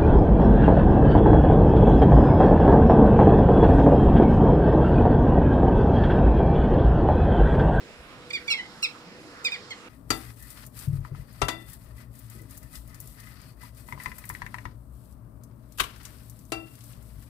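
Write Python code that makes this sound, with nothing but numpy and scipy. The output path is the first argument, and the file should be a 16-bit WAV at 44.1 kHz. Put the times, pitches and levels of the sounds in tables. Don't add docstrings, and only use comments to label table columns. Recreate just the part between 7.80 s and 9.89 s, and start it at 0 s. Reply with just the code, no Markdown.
import sys
import numpy as np
from scipy import signal
from scipy.fft import rfft, irfft, next_fast_len
from scipy.io import wavfile

SR = 44100
rng = np.random.default_rng(int(sys.argv[2]) if len(sys.argv) > 2 else 0)


def to_wav(sig):
    pcm = np.clip(np.atleast_2d(sig), -1, 1) * 32767
    pcm = np.round(pcm).astype(np.int16)
    wavfile.write(sys.argv[1], SR, pcm.T)


def gain_from_db(level_db):
    decades = np.asarray(level_db, float) / 20
    return 10 ** decades


N = 92036
TOP_HZ = 15400
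LEFT_RIGHT = np.array([[.5], [-.5]])


def rms_one(x):
    return x / np.sqrt(np.mean(x ** 2) + 1e-20)


def at_hz(points, hz):
    table_hz, value = np.array(points).T
    return np.interp(np.log(hz), np.log(table_hz), value)


def drift(rate):
    r = np.exp(-40 * np.pi * rate / SR)
    steps = rng.standard_normal(N // 20 + 3002)
    slow = signal.lfilter([1], [1, -2 * r, r * r], steps)[3000:]
    return np.interp(np.arange(N) / 20, np.arange(len(slow)), rms_one(slow))


def filtered(x, gain):
    size = next_fast_len(N + SR // 2)
    hz = np.maximum(np.arange(size // 2 + 1) * SR / size, 1)
    return irfft(rfft(x, size) * gain(hz), size)[..., :N]


# frequency in Hz, strength in dB per Hz.
FLOOR_COLOUR = [(30, -13.5), (130, -6.5), (280, -3), (620, -12), (1300, -9.5), (3000, -16.5), (5300, -18),
                (15500, -44)]
# frequency in Hz, left minus right in dB.
FLOOR_BALANCE = [(60, 2.5), (240, 0), (950, -4.0), (3770, -5), (15000, 5)]
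# frequency in Hz, likeness (1 is identical).
LIKENESS = [(40, .4), (110, .72), (290, .92), (640, .88), (1400, .6), (4000, .3), (12000, .1)]


def floor():
    level_db, lag_s, lag_from_hz = -47, .0002, 1370
    out, together = np.zeros((2, N)), drift(.5)
    edges = 22 * 2 ** np.arange(0, 9.6, .5)
    white = rng.standard_normal((2, 2, N))
    for k, (low, high) in enumerate(zip(edges, edges[1:])):
        band = signal.butter(2, [low, high], "band", fs=SR, output="sos")
        mid, side = signal.sosfilt(band, white[k % 2])
        hz = np.sqrt(low * high)
        alike = np.clip(at_hz(LIKENESS, hz), -1, 1)
        flicker_db = .5 * together + 2.24 * drift(2.75)
        gain = gain_from_db(at_hz(FLOOR_COLOUR, hz) + flicker_db) * gain_from_db(at_hz(FLOOR_BALANCE, hz) * LEFT_RIGHT)
        out += gain * (np.sqrt(1 + alike) * mid + np.sqrt(1 - alike) * side * [[1], [-1]])

    def lag(hz):
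        delay_s = lag_s / (1 + (lag_from_hz / hz) ** 2)
        return np.exp(-2j * np.pi * hz * delay_s)

    out[1] = filtered(out[1], lag)
    return gain_from_db(level_db) * rms_one(out)


def hum():
    hum_hz, width_hz, level_db = 490, 5, -59
    tone = filtered(rng.standard_normal(N), lambda hz: 1 / (1 + ((hz - hum_hz) / width_hz * 2) ** 2))
    return gain_from_db(level_db) * rms_one(tone)


# centre in seconds, peak in dB, pitch in Hz, length in seconds.
BUMPS = [
    (.203, -43, 62, .012),
    (1.278, -46, 175, .025),
    (1.152, -45, 1300, .003),
]


def wind():
    level_db, eases_db_per_s, rumble_hz = -58.5, 16, 75.6
    t = np.arange(N) / SR
    rumble = filtered(rng.standard_normal((2, N)),
                      lambda hz: 1 / (1 + (hz / rumble_hz) ** 4) / (1 + (18 / hz) ** 2))
    strength = gain_from_db(level_db - eases_db_per_s * t + 2.2 * drift(9.2))
    out = rms_one(rumble) * [[.8], [1.2]] * strength
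    for s, db, hz, length in BUMPS:
        swell = np.exp(-((t - s) / length) ** 2)
        out = out - gain_from_db(db) * swell * np.cos(2 * np.pi * hz * (t - s))
    return out


# centre in seconds, level in dB, length in seconds.
GUSTS = [
    (1.16, -51, 0.021),
    (1.626, -49, 0.066),
    (2.075, -57, 0.042),
]


def leaves():
    leaf_hz, width_hz = 1330, 550
    t = np.arange(N) / SR
    rustle = filtered(rng.standard_normal((2, N)),
                      lambda hz: 1 / (1 + ((hz - leaf_hz) / width_hz * 2) ** 2))
    stir = sum(gain_from_db(db) * np.exp(-((t - s) / length) ** 2) for s, db, length in GUSTS)
    return rms_one(rustle) * [[.7], [1.3]] * stir


# delay in seconds, left level in dB, right level in dB.
ECHOES = [
    (.0021, -6.5, -17),
    (.008, -2, -12.5),
    (.019, -40, -25),
    (.029, -11.5, -26),
    (.043, -25, -26),
    (.062, -31, -22),
]
# frequency in Hz, left minus right in dB.
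BIRD_BALANCE = [(1000, -5), (2400, -7.5), (3600, -3), (5200, -7), (6300, -1), (9000, 0), (15000, -2)]
# frequency in Hz, how far the left leads in radians of phase.
BIRD_LEAD = [(1000, .6), (2400, 1.9), (3800, 3.4), (5100, 5.8), (6300, 8.5), (8350, 11.7), (10000, 15.1),
             (14000, 18.5)]


def field(x):
    haze_db, haze_t60_s, echo_cut_hz = -13, .18, 15000
    t = np.arange(SR // 2) / SR
    haze = rng.standard_normal((2, len(t))) * gain_from_db(-60 * t / haze_t60_s) * np.clip(t / .021, 0, 1)
    haze = gain_from_db(haze_db) * haze / np.sqrt(np.sum(haze ** 2, axis=1))[:, None]

    def paths(hz):
        size = 2 * len(hz) - 2
        back = rfft(haze, size)
        for delay, left_db, right_db in ECHOES:
            back = back + gain_from_db([[left_db], [right_db]]) * np.exp(-2j * np.pi * hz * delay)
        back = back / (1 + 1j * hz / echo_cut_hz)
        balance = gain_from_db(LEFT_RIGHT * at_hz(BIRD_BALANCE, hz))
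        lead = np.interp(hz, *np.transpose(BIRD_LEAD))
        return (1 + back) * balance * np.exp(-1j * lead * (.5 - LEFT_RIGHT))

    return filtered(x, paths)


# frequency in Hz, strength in dB.
THROAT = [(1100, -28), (1900, 2), (2400, 5.5), (3600, 4.5), (5200, 2), (7000, -4.5), (9800, -20.5),
          (14500, -30)]


def voice(hz, level, bright_db, count=13):
    odd_db, fifth_db, shimmer_db = -2, -7, 1.5
    phase_bend = .404
    phase = 2 * np.pi * np.cumsum(hz) / SR
    out, shimmer = 0, drift(62)
    starts = rng.integers(0, N - len(hz), count)
    for k, start in zip(range(1, count + 1), starts):
        db = at_hz(THROAT, k * hz) + odd_db * (k % 2) + fifth_db * (k == 5)
        db = db + bright_db * np.log2(np.clip(k, 2, 7) / 2) / 2
        db = db + shimmer_db * np.sqrt(k - 1) / 2 * shimmer[start:start + len(hz)]
        out = out + gain_from_db(db) * (k * hz < TOP_HZ) * np.cos(k * phase + phase_bend * k * k)
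    return level * out


JITTER = .0056
ATTACK_S = .0008

# time in seconds, pitch in Hz, level in dB, brightness in dB.
LONG_CALL = [
    (.679, 1168, -28.5, 3),
    (0.702, 1142, -35.5, -17),
    (0.724, 1106, -31, 11),
    (0.754, 1083, -35, -38),
    (0.774, 1078, -40, -14),
    (0.792, 986, -42, -13),
    (.804, 984, -38.5, -18),
    (0.823, 1041, -41, -13),
    (0.863, 1055, -54, -33),
]


def long_call():
    base_bright_db, waver_db = -8.5, 4.5
    s, hz, db, bright_db = np.transpose(LONG_CALL)
    out, part = np.zeros(N), slice(int(s[0] * SR), int((s[-1] + .018) * SR))
    t = np.arange(N)[part] / SR
    shape = np.clip((t - s[0]) / ATTACK_S, 0, 1) * np.clip((t[-1] - t) / .024, 0, 1)
    pitch = np.interp(t, s, hz) * (1 + JITTER * drift(110)[part])
    bright = base_bright_db + np.interp(t, s, bright_db)
    level = shape * gain_from_db(np.interp(t, s, db) + waver_db * drift(60)[part])
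    out[part] = voice(pitch, level, bright)
    return out


# start in seconds, length in seconds, starting pitch in Hz, level in dB, brightness in dB.
CHIRPS = [
    (.5047, .0075, 1185, -39, -2),
    (.5325, .0325, 1210, -35, -4),
    (.7015, .029, 1385, -30, 1),
    (1.0275, .0245, 1372, -30, 3),
    (1.6475, .026, 1255, -31.5, 2),
    (1.7195, .029, 1228, -36, -6),
    (1.9066, .0195, 1085, -40.5, -5),
]


def chirps():
    sag_share, sag_power, swell_db = .088, 2.4, 2
    release_s, close_s, fade_db, bright_fade_db = .002, .0015, 8, 11
    rasp_db, rasp_s, rasp_hz = -13.5, .007, 3020
    out, t = np.zeros(N), np.arange(N) / SR
    wobble, waver = drift(140), drift(90)
    air = rms_one(filtered(rng.standard_normal(N),
                           lambda hz: 1 / (1 + (rasp_hz / hz) ** 4) / (1 + (hz / 9000) ** 2)))
    for s, length, hz, db, bright_db in CHIRPS:
        part = slice(int(s * SR), int((s + 2 * length + .02) * SR))
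        age = np.maximum(t[part] - s, 0)
        u = age / length
        end_s = (.5 + np.clip(.5 - .82 * (db + 26.5), 0, 1)) * length
        shape = np.clip(age / ATTACK_S, 0, 1) * np.exp(-np.maximum(age - end_s, 0) / release_s)
        effort_db = db + swell_db * np.minimum(u, 1) ** 3 - fade_db * np.clip((age - length) / close_s, 0, 1)
        pitch = hz * (1 - sag_share * np.minimum(u, 1.5) ** sag_power + JITTER * wobble[part])
        bright = bright_db - bright_fade_db * u ** 2
        out[part] += voice(pitch, shape * gain_from_db(effort_db + waver[part]), bright)
        out[part] += shape * gain_from_db(db + rasp_db + bright_db) * np.exp(-age / rasp_s) * air[part]
    return out


def scene():
    long_pan_db = .5
    birds = field(chirps()) + field(long_call()) * gain_from_db(long_pan_db * LEFT_RIGHT)
    return birds + floor() + hum() + wind() + leaves()


def band_limit(x):
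    return signal.sosfilt(signal.butter(12, 15690, fs=SR, output="sos"), x)


def record(dry):
    treble_hz, lead_s, gap_hz, gap_share = 5950, .0048, 300, .25

    def split(hz):
        high = 1 / (1 + (treble_hz / hz) ** 40)
        joined = 1 - high + high * np.exp(2j * np.pi * hz * lead_s)
        dip = 1 - gap_share * np.exp(-((hz - treble_hz) / gap_hz) ** 2)
        return joined * (hz < TOP_HZ) * dip

    return band_limit(filtered(dry, split))


dry = scene()
out = record(dry)
to_wav(out)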